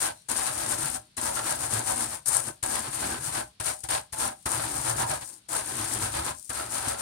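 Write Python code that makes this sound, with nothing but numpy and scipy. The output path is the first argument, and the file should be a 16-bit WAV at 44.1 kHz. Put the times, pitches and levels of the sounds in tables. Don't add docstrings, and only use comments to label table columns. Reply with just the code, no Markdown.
import sys
import numpy as np
from scipy import signal
from scipy.fft import rfft, irfft
from scipy.io import wavfile
from scipy.ndimage import uniform_filter1d

SR = 44100
rng = np.random.default_rng(int(sys.argv[2]) if len(sys.argv) > 2 else 0)


def gain_from_db(level_db):
    decades = np.asarray(level_db, float) / 20
    return 10 ** decades


def wav_record(signal):
    frames = np.transpose(np.atleast_2d(signal))
    bounded = np.clip(frames, -1, 1)
    quanta = np.round(bounded * 32767).astype(np.int16)
    wavfile.write(sys.argv[1], SR, quanta)


N = 309141

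# fastest_s, crunch_db, fall_s (time to fall 6 dB), drag_db (over the crunch)
STROKES = [(0.038, -28.0, 0.045, -8.5), (0.307, -31.0, 0.027, -6.0), (0.389, -32.5, 0.046, -5.5),
           (0.472, -33.0, 0.034, -4.0), (0.61, -33.5, 0.086, -6.5), (0.715, -31.5, 0.031, -6.5),
           (0.833, -33.5, 0.077, -6.5), (0.949, -35.5, 0.021, -9.5), (1.18, -34.0, 0.017, -7.0),
           (1.261, -30.0, 0.048, -7.0), (1.372, -30.5, 0.033, -7.0), (1.491, -30.5, 0.063, -6.5),
           (1.632, -31.5, 0.039, -6.5), (1.753, -31.5, 0.053, -4.0), (1.894, -30.5, 0.038, -4.5),
           (2.009, -32.0, 0.055, -6.0), (2.13, -36.5, 0.037, -8.0), (2.281, -32.0, 0.026, -11.5),
           (2.345, -32.5, 0.059, -5.5), (2.47, -39.5, 0.026, -4.0), (2.629, -32.0, 0.035, -5.0),
           (2.743, -32.0, 0.066, -5.5), (2.86, -40.0, 0.032, -1.5), (2.951, -35.5, 0.037, -8.0),
           (3.033, -34.0, 0.052, -5.0), (3.117, -36.0, 0.058, -3.0), (3.265, -34.0, 0.05, -8.5),
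           (3.365, -35.0, 0.043, -1.5), (3.598, -34.0, 0.019, -5.0), (3.681, -30.5, 0.036, -7.0),
           (3.834, -36.5, 0.018, -9.5), (3.916, -32.0, 0.053, -3.0), (4.132, -35.5, 0.015, -9.0),
           (4.233, -29.5, 0.049, -6.0), (4.46, -28.0, 0.016, -6.0), (4.526, -31.5, 0.038, -7.0),
           (4.618, -35.5, 0.09, -4.0), (4.773, -33.5, 0.059, -7.0), (4.886, -31.0, 0.043, -4.5),
           (5.004, -30.5, 0.035, -3.5), (5.116, -32.0, 0.042, -4.0), (5.22, -40.5, 0.013, -2.0),
           (5.273, -42.5, 0.07, -19.0), (5.498, -38.5, 0.012, -12.0), (5.558, -33.0, 0.054, -5.5),
           (5.695, -35.5, 0.044, -8.0), (5.806, -34.5, 0.07, -5.0), (5.935, -33.0, 0.045, -7.5),
           (6.04, -32.0, 0.048, -6.5), (6.169, -33.5, 0.046, -4.0), (6.273, -34.0, 0.036, -4.5),
           (6.501, -33.0, 0.012, -5.0), (6.59, -36.0, 0.065, -3.5), (6.763, -32.5, 0.048, -5.5),
           (6.879, -33.5, 0.055, -3.0), (7.03, -32.0, 0.04, -5.0)]
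# start_s, thump_db, trickle_db, trickle_fade_db_per_s
CONTACTS = [(0, -70, -43, 103), (.284, -37, -50, 127), (1.165, -57, -46, 153), (2.255, -51, -40, 211),
            (2.625, -29, -36, 185), (3.598, -25, -42, 74), (3.834, -32, -45, 131), (3.885, -50, -38, 179),
            (4.122, -34, -56, 5), (4.455, -22, -70, 5), (5.484, -51, -49, 5), (6.491, -30, -42, 5)]
# start_s, level_db
SNAPS = [(0.0283, -21), (0.7178, -23), (1.2135, -22), (2.2877, -22), (2.3681, -14), (2.6294, -19),
         (2.6367, -17), (2.661, -20), (4.39, -46), (4.5172, -17), (6.2534, -26), (6.366, -41), (6.387, -38),
         (6.446, -40)]
# time_s, weight_db
LEAN = [(0, -24.5), (.55, -21.5), (1, -21), (1.9, -21), (2.35, -25.5), (3.1, -21), (4, -25), (4.75, -20),
        (5.5, -26), (6, -17.5), (6.25, -19), (6.5, -25), (7, -23)]
# time_s, scratch_db
SCRATCH = [(0, 1), (1.1, 1), (1.8, -2), (2.9, -.5), (3.8, 2), (4.9, -1.5), (5.8, 2), (7, 0)]
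# pitch_hz, level_db (per Hz)
RASP_LEFT = [(300, -18), (1000, -6.5), (2000, -17), (3300, -17), (4700, -13), (7000, -11), (11000, -13),
             (16000, -26.5)]
RASP_RIGHT = [(300, -13), (1000, -5.5), (2000, -11), (3300, -12), (4700, -12.5), (8800, -13.5),
              (11500, -21.5), (16000, -23.5)]
# pitch_hz, width_hz, level_db
CAVITY = (9040, 986, 16.5)
# pitch_hz, width_hz (per pass of two), left_db, right_db, left_lead_rad
TOP_MODES = [(560, 60, -4, -3, 3.1), (612, 36, -4, -5, 2.2), (690, 40, -6, -1, -2.9),
             (768, 40, -1, 0, -2.4), (830, 50, -5, -2, -2.8), (885, 36, -9, -6, -.5),
             (946, 36, -14, -4, 1.2), (1040, 55, -3, -12, 2.5), (1278, 55, -12, -9, .9),
             (1372, 80, -14, -9, -.1), (1532, 45, -12, -8, .6), (1640, 65, -10, -13, 0)]
# pitch_hz, width_hz, level_db
FRAME_MODES = [(62.6, 6, -12), (76, 14, -8), (117, 12.6, -4), (135.8, 22.6, -4.5), (250, 28.7, -7.5),
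               (315, 53, -7.5)]
# pitch_hz, width_hz (per pass of two), level_db
WHISTLE = [(4100, 500, -40), (5800, 60, -33)]
# pitch_hz, level_db (per Hz)
AIR = [(24, -39), (40, 3), (194, 4), (337, -11), (2050, -12), (4340, -6), (16000, -45)]

LAND_S = 0.004
DRAG_LAG_S = 0.006
EASE_DB, EASE_DB_PER_S = -8, 230
SNAP_S = 0.0012
SCRATCH_HZ, PAPER_TOP_HZ = 1700, 4720
KEEN_S, KEEN_SPAN_S, KEEN_DB = 2.4, 0.3, 3.5
WHISTLE_S, WHISTLE_FALL_S = 0.19, 0.04
ROOM_T60_S, ROOM_DB = 0.2, -12.5
AIR_DB = -63.5
TOP_HZ = 15900


def set_rms(x, db):
    return x * gain_from_db(db) / np.sqrt(np.mean(x ** 2))


def band(x, hz, kind, order=4):
    return signal.sosfilt(signal.butter(order, hz, kind, fs=SR, output="sos"), x)


def colour(x, points):
    hz, db = np.transpose(points)
    grid_hz = np.arange(1025) * SR / 2048 + 1
    gain = gain_from_db(np.interp(np.log(grid_hz), np.log(hz), db))
    cepstrum = irfft(np.log(gain))
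    cepstrum[1:1024] *= 2
    cepstrum[1025:] = 0
    response = irfft(np.exp(rfft(cepstrum)))
    return signal.fftconvolve(x, response)[:N]


def ring(x, hz, width):
    pole = np.exp((2j * hz - width) * np.pi / SR)
    return signal.lfilter([1 - abs(pole)], [1, -pole], x)


def walk(rate):
    hold = int(SR / rate)
    steps = rng.standard_normal(N)[np.arange(N) // hold]
    return uniform_filter1d(uniform_filter1d(steps, hold), hold) * np.sqrt(2)


def grains(per_s, spread_db, hiss_db, burst_s, count=1):
    chance, size = rng.random((2, N))
    power = (chance < per_s / SR) * gain_from_db(-2 * spread_db * np.log(size + 0.00084))
    power = signal.lfilter([1], [1, -np.exp(-1 / (burst_s * SR))], power)
    envelope = np.sqrt(power / power.mean() + gain_from_db(2 * hiss_db))
    return set_rms(envelope * rng.standard_normal((count, N)), 0)


def clicks(rows):
    s, db = np.transpose(rows)
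    out = np.zeros(N)
    out[(s * SR).astype(int)] = gain_from_db(db)
    return out


def hand(now):
    crunch, drag, trickle = np.full((3, N), 1e-12)
    s, db, fall_s, drag_db = np.transpose(STROKES)[:, :, None]
    lands = np.r_[np.array(CONTACTS)[:, 0], now[-1] + 1]
    for (land, _, trickle_db, fade), leave in zip(CONTACTS, lands[1:]):
        on = (now >= land) & (now < leave)
        t = now[on]
        mine = np.flatnonzero((s > land - 0.01) & (s <= leave - 0.01))

        def swell(lag, peak_db):
            fall_db = 6 * ((t - lag - s[mine]) / fall_s[mine]) ** 2
            return gain_from_db(2 * (peak_db[mine] - fall_db)).sum(0)

        rise = np.clip((t - land) / LAND_S, 0, 1) ** 2
        last = mine[-1]
        after = np.maximum(t - s[last], 0)
        crunch[on] += rise * swell(0, db)
        trickle[on] += (after > 0) * gain_from_db(2 * (trickle_db - abs(fade) * after))
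        ease_db = db[last] + drag_db[last] + EASE_DB - EASE_DB_PER_S * after
        drag[on] += rise * swell(DRAG_LAG_S, db + drag_db) + (after > 0) * gain_from_db(2 * ease_db)
    return crunch, drag, trickle


def rasp(now, crunch, drag, trickle, scratch_db):
    cracks = crunch * gain_from_db(0.86 * walk(90)) * grains(450, 2.2, 0.5, 0.001, count=2)
    cracks = cracks + trickle * grains(120, 2.2, 2, 0.0012, count=2)

    paper = drag * grains(300, 2.0, 0, 0.003, count=2)
    dull = band(paper, SCRATCH_HZ, "low") * gain_from_db(1.0 * walk(12))
    scratch = band(paper, (SCRATCH_HZ, PAPER_TOP_HZ), "band") * gain_from_db(scratch_db + 0.8 * walk(15))

    snap_envelope = signal.lfilter([1], [1, -np.exp(-1 / (SNAP_S * SR))], clicks(SNAPS))
    snaps = band(snap_envelope * rng.standard_normal((2, N)), (6500, 11500), "band")
    skid = band(cracks, PAPER_TOP_HZ, "high") + snaps + gain_from_db(7) * (dull + scratch)

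    left, right = colour(skid[0], RASP_LEFT), colour(skid[1], RASP_RIGHT)
    cavity_hz, cavity_width, cavity_db = CAVITY
    keen_db = KEEN_DB * np.exp(-((now - KEEN_S) / KEEN_SPAN_S) ** 2)
    fed = left * gain_from_db(cavity_db + keen_db + 1.0 * walk(12))
    left = left + 2 * ring(fed, cavity_hz, cavity_width).real
    return gain_from_db(11.5) * np.array([left, right])


def table_top(drag, scratch_db):
    pushes = gain_from_db(30.4) * drag * grains(330, 3.0, 0, 0.003, count=len(TOP_MODES))
    out = np.zeros((2, N))
    for push, (hz, width, left_db, right_db, lead) in zip(pushes, TOP_MODES):
        fed = push * gain_from_db(2.6 * walk(9) + scratch_db * (hz / SCRATCH_HZ) ** 2)
        mode = ring(ring(fed, hz, width), hz, width)
        out[0] += gain_from_db(left_db) * (mode * np.exp(1j * lead)).imag
        out[1] += gain_from_db(right_db) * mode.imag
    return band(out, 420, "high", 3)


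def table_frame(weight):
    thump = np.hanning(int(0.0085 * SR))
    knock = gain_from_db(9) * np.convolve(clicks(np.array(CONTACTS)[:, :2]), thump)[:N]
    push = gain_from_db(36.5) * weight * grains(60, 4.5, 8.1, 0.002)[0]
    out = np.zeros(N)
    for hz, width, db in FRAME_MODES:
        fed = push * gain_from_db(3.2 * walk(12)) + knock
        out += gain_from_db(db) * ring(fed, hz, width).imag
    return out


def whistle(now):
    swell = gain_from_db(-6 * ((now - WHISTLE_S) / WHISTLE_FALL_S) ** 2)
    hiss = swell * rng.standard_normal((2, N))
    return sum(gain_from_db(db) * ring(ring(hiss, hz, width), hz, width).real for hz, width, db in WHISTLE)


def room(x):
    t = np.arange(int(0.5 * SR)) / SR
    fade = gain_from_db(-60 * t / ROOM_T60_S) * (t > 0.006)
    mid, side = rng.standard_normal((2, len(t))) * fade
    side = band(side, 300, "high", 2)
    tail = set_rms(np.array([mid + side, mid - side]), ROOM_DB) / np.sqrt(len(t))
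    dull = band(x, 3000, "low", 1)
    return x + signal.fftconvolve(dull, tail, axes=1)[:, :N]


def air():
    mid, side = (colour(rng.standard_normal(N), AIR) for _ in range(2))
    side = band(side, 300, "high", 2)
    return set_rms(np.array([mid + side, mid - side]), AIR_DB)


def scene():
    now = np.arange(N) / SR
    crunch, drag, trickle = np.sqrt(hand(now))
    scratch_db = np.interp(now, *np.transpose(SCRATCH))
    weight = drag ** 0.68 * gain_from_db(np.interp(now, *np.transpose(LEAN)))
    near = rasp(now, crunch, drag, trickle, scratch_db)
    near = near + table_top(drag, scratch_db) + table_frame(weight) + whistle(now)
    return room(near) + air()


def band_limit(x):
    return signal.sosfilt(signal.butter(12, 16500, fs=SR, output="sos"), x)


def record(dry):
    no_rumble = band(dry, 52, "high")
    top_cut = signal.ellip(8, 0.2, 70, TOP_HZ, fs=SR, output="sos")
    mix = signal.sosfilt(top_cut, no_rumble)
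    return band_limit(mix)


dry = scene()
out = record(dry)
wav_record(out)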